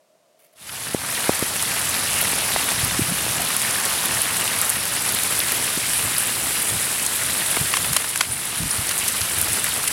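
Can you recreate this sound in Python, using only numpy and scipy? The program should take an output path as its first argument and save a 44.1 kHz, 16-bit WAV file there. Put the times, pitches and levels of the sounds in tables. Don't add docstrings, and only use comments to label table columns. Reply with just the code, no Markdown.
import sys
import numpy as np
from scipy import signal
from scipy.fft import rfft, irfft
from scipy.io import wavfile
from scipy.ndimage import uniform_filter1d

SR = 44100
rng = np.random.default_rng(int(sys.argv[2]) if len(sys.argv) > 2 else 0)


def unload_audio(sound):
    columns = np.transpose(np.atleast_2d(sound))
    steps = np.round(np.clip(columns, -1, 1) * 32767)
    wavfile.write(sys.argv[1], SR, steps.astype(np.int16))


N = 437472
TIME = np.arange(N) / SR

# (time [s], level [dB])
RAIN_LEVEL = [(1.02, -32), (1.2, -26.5), (1.47, -28), (1.85, -26), (2.5, -25), (3.15, -27), (3.65, -25.5),
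              (4.6, -26), (4.8, -27.5), (5.15, -26), (7.15, -27.7), (7.55, -26), (7.93, -28.5),
              (8.3, -32.5), (8.72, -28.5), (9.65, -27), (9.92, -28.8)]
# (time [s], share [0-1])
ICE_SHARE = [(1, 0), (3.8, 0), (5, 0.34), (6.5, 1), (7.8, 0.9), (8.6, 0.7), (9.9, 0.76)]
# (frequency [Hz], level [dB])
GRASS_TONE = [(40, -51), (120, 3.5), (350, -4.5), (700, -1), (1800, 0), (3200, -2), (5200, -3.5),
              (6800, -4.5), (8700, -1.5), (10000, 2.5), (11200, -2), (13000, -8), (16000, -16)]
ICE_TONE = [(40, -34.5), (120, -1), (380, -3), (700, -3.5), (1800, -0.8), (3200, -2), (5000, -4),
            (6500, -4), (8000, 2.1), (9200, 3.5), (10100, 6.5), (11300, .3), (13000, -4.5), (16000, -12.5)]
# (time [s], starting level [dB], pitch [Hz], fade time [s])
CLOSE_DROPS = [(0.694, -26, 2000, .0027), (1.625, -11, 9100, .002), (1.949, -15.5, 2000, 0.0018),
               (2.2136, -14, 10900, .0018), (2.562, -13, 800, 0.0033), (2.848, -8.5, 10600, .0013),
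               (3.395, -23.5, 740, .013), (3.566, -9.5, 10600, .0022), (4.218, -8.5, 9900, .002),
               (4.478, -15.5, 2600, .002), (4.615, -7, 9700, .0018), (4.6935, -12, 10400, .003),
               (4.7005, -8.5, 9000, .0025), (5.148, -12, 9800, .0018), (5.188, -14.5, 2700, 0.0014),
               (5.235, -9, 10000, .0012), (5.3918, -10, 10500, 0.0026), (5.4028, -11.5, 4160, 0.0017),
               (5.5205, -9, 10400, .0016), (6.1826, -9.5, 10900, .0023), (6.274, -12, 12000, .001),
               (7.064, -10, 8400, .0022), (8.176, -11, 8100, .0008), (8.713, -17, 6000, .0022),
               (8.8924, -6.5, 7200, .0003), (8.979, -9, 9900, .0008), (9.215, -13, 4800, .0016),
               (9.386, -9, 10500, 0.0011), (9.414, -7.5, 10900, .0022), (9.5322, -11, 9800, .0012),
               (9.643, -7, 10200, .0011), (9.644, -21, 1960, .008)]
# (time [s], force [dB], push length [s])
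CAMERA_HITS = [(0.9475, -2, 0.00052), (1.2944, 2.5, 0.00039), (1.4262, -5.5, 0.00059),
               (2.333, -14.5, 0.00052), (2.563, -10, 0.00014), (5.776, -12, .0009), (7.572, -6, 0.0002)]
# (time [s], level [dB], length [s], brightness [dB per octave], pitch of the ice plate [Hz])
BOOT_CRACKS = [(7.566, -21, 0.0036, -4, 900), (7.737, -15.5, 0.0055, -2, 2520),
               (7.7687, -16.5, 0.0041, -1, 1180), (7.844, -23, .005, -1, 2500), (7.93, -18, 0.005, 8, 1500),
               (7.9645, -11.2, 0.0047, 4, 1020), (8.043, -24.5, .004, -3.5, 1800),
               (8.158, -17.5, 0.0034, 3, 1590), (8.2082, -11, 0.0046, 0, 2120),
               (8.91, -20, 0.0046, 3, 1990), (9.079, -17, 0.008, 10, 8050), (9.875, -16.5, 0.0071, 8, 2350)]
# (frequency [Hz], level [dB])
CRUST_TONE = [(150, -21), (620, -8.5), (950, 3), (2200, 4), (4200, -0.5), (6500, -4), (10000, -2.5),
              (13000, -13), (16000, -39)]
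# (time [s], starting level [dB])
TAG_KNOCKS = [(8.320, -21.5), (8.360, -34), (8.576, -25), (8.707, -20)]
# (time [s], level [dB])
BREEZE_LEVEL = [(.8, -46), (1.5, -44), (2.1, -39), (2.6, -40.5), (3.0, -35), (3.6, -43.5), (6.5, -42.5),
                (8.5, -46.5), (9.92, -43.5)]
# (time [s], peak level [dB])
WIND_GUSTS = [(2.23, -38), (2.85, -32), (3.11, -31), (3.4, -38), (4.15, -37), (6.07, -35), (6.75, -33),
              (7.28, -35), (7.62, -34), (7.82, -35), (7.92, -37), (8.31, -36), (8.64, -29.5), (8.8, -37),
              (9.02, -40), (9.22, -38), (9.41, -33), (9.5, -35), (9.67, -43)]
# (time [s], peak level [dB], pitch [Hz])
AIR_PUFFS = [(2.838, -16, 108), (2.995, -10, 268), (3.02, -13.5, 130), (3.124, -19.5, 215),
             (6.745, -21, 128), (7.615, -18, 135), (7.915, -25, 138), (8.607, -19.5, 137), (8.66, -20, 90),
             (8.794, -21, 91)]
# (frequency [Hz], level [dB])
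WIND_TONE = [(25, -25), (42, -22), (62, -5), (85, -1), (120, 0.5), (170, -5), (260, -11), (450, -27),
             (1000, -60)]
# (time [s], level [dB])
QUIET_LEVEL = [(0, -61.5), (.35, -60.5), (.52, -59), (.9, -78)]
RUSTLE_LEVEL = [(.37, -90), (.395, -57), (.455, -55), (.49, -68), (.525, -72), (.534, -50), (.545, -75),
                (.6, -90)]
# (frequency [Hz], level [dB])
AIR_TONE = [(60, -56), (100, -25), (157, -12), (250, -15), (450, -10), (750, -15), (1080, -14), (1450, -20),
            (5250, -23), (9570, -24), (15000, -33)]
RUSTLE_TONE = [(300, -25), (1300, -7), (2200, 1), (3500, -6), (7000, -9), (10200, 0), (15000, -4)]

FRAMES = dict(nperseg=512, noverlap=384)


def rain():
    low_drops = drops(per_s=1500, spread_db=3.5, fade_s=0.0017, low_hz=590, high_hz=6050, width_hz=715)
    hz, t, patter = shower(low_drops, near_db=-6.5, patchy_db=1.1, flicker_db=0.32)
    high_drops = drops(per_s=1500, spread_db=4, fade_s=0.0011, low_hz=5740, high_hz=15700, width_hz=2100)
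    hz, t, sizzle = shower(high_drops, near_db=-4, patchy_db=0.75, flicker_db=0.92)
    ice = curve(ICE_SHARE, t)
    tone = amp(np.outer(tone_db(GRASS_TONE, hz), 1 - ice) + np.outer(tone_db(ICE_TONE, hz), ice))
    sizzle_share = 1 / (1 + (5800 / (hz[:, None] + 1)) ** 6)
    soft = signal.istft(tone * np.sqrt(1 - sizzle_share) * patter, **FRAMES)[1][:N]
    hard = signal.istft(tone * np.sqrt(sizzle_share) * sizzle, **FRAMES)[1][:N]
    sway_db = 0.1 * np.cos(2 * np.pi * (TIME - 4.63) / 0.495)
    sizzle_db = 1.07 + 2 * np.interp(TIME, t, ice)
    return amp(rain_db(TIME) + sway_db) * (steadied(soft) + amp(sizzle_db) * steadied(hard))


def drops(per_s, spread_db, fade_s, low_hz, high_hz, width_hz, kinds=64):
    out = np.zeros(N)
    for hz in np.linspace(low_hz, high_hz, kinds):
        sound = unit_level(splash(hz, width_hz, fade_s * 2 ** rng.uniform(-1.33, 1)))
        sizes = amp(spread_db * np.minimum(rng.exponential(1, 2048), 4))
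        starts = rng.integers(0, N, len(sizes))
        falling = np.arange(len(sizes)) < per_s * TIME[-1] / kinds
        hits = np.bincount(starts, sizes * falling, N)
        out += signal.oaconvolve(hits, sound[:512])[:N]
    return unit_level(out)


def shower(near, near_db, patchy_db, flicker_db):
    sound = unit_level(amp(near_db) * near + rng.standard_normal(N))
    hz, t, slices = signal.stft(sound, SR, **FRAMES)
    clumps_db = patchy_db * drift(slices.shape, size=(14, 10))
    clumps_db += flicker_db * drift((1, len(t)), size=(1, 7))
    return hz, t, slices * amp(clumps_db)


def rain_db(t):
    return curve(RAIN_LEVEL, t) + swell_db(t)


def swell_db(t, start_s=0.56):
    held_back = np.clip((start_s - t) / 0.017, 0, 1)
    return -26 * np.exp((start_s - t) / 0.088) - 16 * held_back


def near_drops():
    ticks = stray_drops(per_s=4, above_rain_db=13, pitch_hz=10100, spread_octaves=0.25)
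    splats = stray_drops(per_s=1.5, above_rain_db=9, pitch_hz=3630, spread_octaves=0.6)
    out = np.zeros(N)
    for s, db, hz, fade_s in CLOSE_DROPS + ticks + splats:
        width_hz = 0.94 * np.sqrt(hz / fade_s)
        add(out, s, amp(db) * splash(hz, width_hz, fade_s))
    return out


def stray_drops(per_s, above_rain_db, pitch_hz, spread_octaves):
    when, pitch, length = rng.random((3, round(per_s * TIME[-1])))
    s = when * TIME[-1]
    hz = pitch_hz * 2 ** (spread_octaves * (2 * pitch - 1))
    fade_s = 0.00098 * 2 ** (2 * length - 1)
    return list(zip(s, rain_db(s) + above_rain_db, hz, fade_s))


def splash(hz, width_hz, fade_s, size=4096):
    t, f = np.arange(size) / SR, np.fft.rfftfreq(size, 1 / SR)
    resonance = 1 / (1 + 1j * (f ** 2 - hz ** 2) / (1.74 * width_hz * f + 1))
    spray = irfft(rfft(rng.standard_normal(size)) * resonance ** 2)
    fade = np.exp(-t / fade_s)
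    return unit_level(spray * fade) * np.sqrt(np.mean(fade ** 2))


def camera_thumps(body_hz=148, damping=1.9):
    pushes, t = np.zeros(N), np.arange(-256, 256) / SR
    for s, db, length in CAMERA_HITS:
        add(pushes, s + t[0], -amp(db) * np.exp(-(t / length) ** 2))
    swing = 1j * np.fft.rfftfreq(N, 1 / SR) / body_hz
    body = swing ** 2 / (1 + damping * swing + swing ** 2)
    return irfft(rfft(pushes) * body, N)


def boots():
    out, t = np.zeros(N), np.arange(4096) / SR
    for s, db, length, bright_db, hz in BOOT_CRACKS:
        crackle = rng.standard_normal(len(t)) * amp(2 * rng.standard_normal(len(t)))
        age = t / length
        crumble = amp(-16) * np.exp(-t / 0.013)
        shape = 2 * np.sqrt(age) * np.exp(-age ** 2) + crumble
        snap = unit_level(shape * with_tone(crackle, CRUST_TONE, bright_db))
        plate = unit_level(np.sqrt(shape) * splash(hz, width_hz=310, fade_s=length))
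        gain = amp(db) * np.sqrt(np.mean(shape ** 2))
        add(out, s, gain * unit_level(snap + amp(-9.5) * plate))
    return out


def dog_tag():
    out = np.zeros(N)
    for s, db in TAG_KNOCKS:
        add(out, s, amp(db) * splash(hz=9500, width_hz=180, fade_s=0.028))
    return out


def wind(gust_s=0.036, puff_cycles=0.68):
    power = amp(curve(BREEZE_LEVEL, TIME) + swell_db(TIME)) ** 2
    for s, db in WIND_GUSTS:
        gust = amp(db) * np.exp(-((TIME - s) / gust_s) ** 2 / 2)
        power += gust ** 2
    out = np.sqrt(power) * unit_level(with_tone(rng.standard_normal(N), WIND_TONE))
    t = np.arange(-SR // 16, SR // 16) / SR
    for s, db, hz in AIR_PUFFS:
        shape = np.exp(-(t * hz / puff_cycles) ** 2)
        add(out, s + t[0], amp(db) * shape * np.sin(2 * np.pi * (hz * t + rng.random())))
    return out


def hush(drone_hz=620, width_hz=104):
    hz = np.fft.rfftfreq(N, 1 / SR)
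    air = unit_level(with_tone(rng.standard_normal(N), AIR_TONE))
    drone_band = 1 / (1 + ((hz - drone_hz) / width_hz) ** 2) ** 2
    drone = unit_level(irfft(rfft(rng.standard_normal(N)) * drone_band, N))
    grains = amp(3 * drift((1, N), size=(1, 130))[0])
    rustle = unit_level(with_tone(rng.standard_normal(N) * grains, RUSTLE_TONE))
    quiet = amp(curve(QUIET_LEVEL, TIME)) * unit_level(air + amp(1.5) * drone)
    return quiet + amp(curve(RUSTLE_LEVEL, TIME)) * rustle


def amp(db):
    return 10 ** (np.asarray(db) / 20)


def unit_level(x):
    return x / np.sqrt(np.mean(x ** 2) + 1e-20)


def steadied(x):
    return x / np.sqrt(uniform_filter1d(x ** 2, SR) + 1e-20)


def curve(rows, t):
    return np.interp(t, *np.transpose(rows))


def tone_db(rows, hz):
    f, db = np.transpose(rows)
    return np.interp(np.log(hz + 1), np.log(f + 1), db)


def with_tone(x, rows, tilt_db=0):
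    hz = np.fft.rfftfreq(len(x), 1 / SR)
    return irfft(rfft(x) * amp(tone_db(rows, hz) + tilt_db * np.log2(hz + 1)), len(x))


def drift(shape, size):
    smoothed = uniform_filter1d(rng.standard_normal(shape), size[0], axis=0)
    return unit_level(uniform_filter1d(smoothed, size[1], axis=1))


def add(mix, s, sound):
    part = mix[max(round(s * SR), 0):][:len(sound)]
    part += sound[:len(part)]


def scene():
    mono = hush() + rain() + near_drops() + dog_tag() + camera_thumps() + wind() + boots()
    return np.array([mono, mono])


def record(dry):
    low_pass = signal.firwin(511, 16100, window=("kaiser", 9), fs=SR)
    return signal.oaconvolve(dry, low_pass[None], "same")


dry = scene()
out = record(dry)
unload_audio(out)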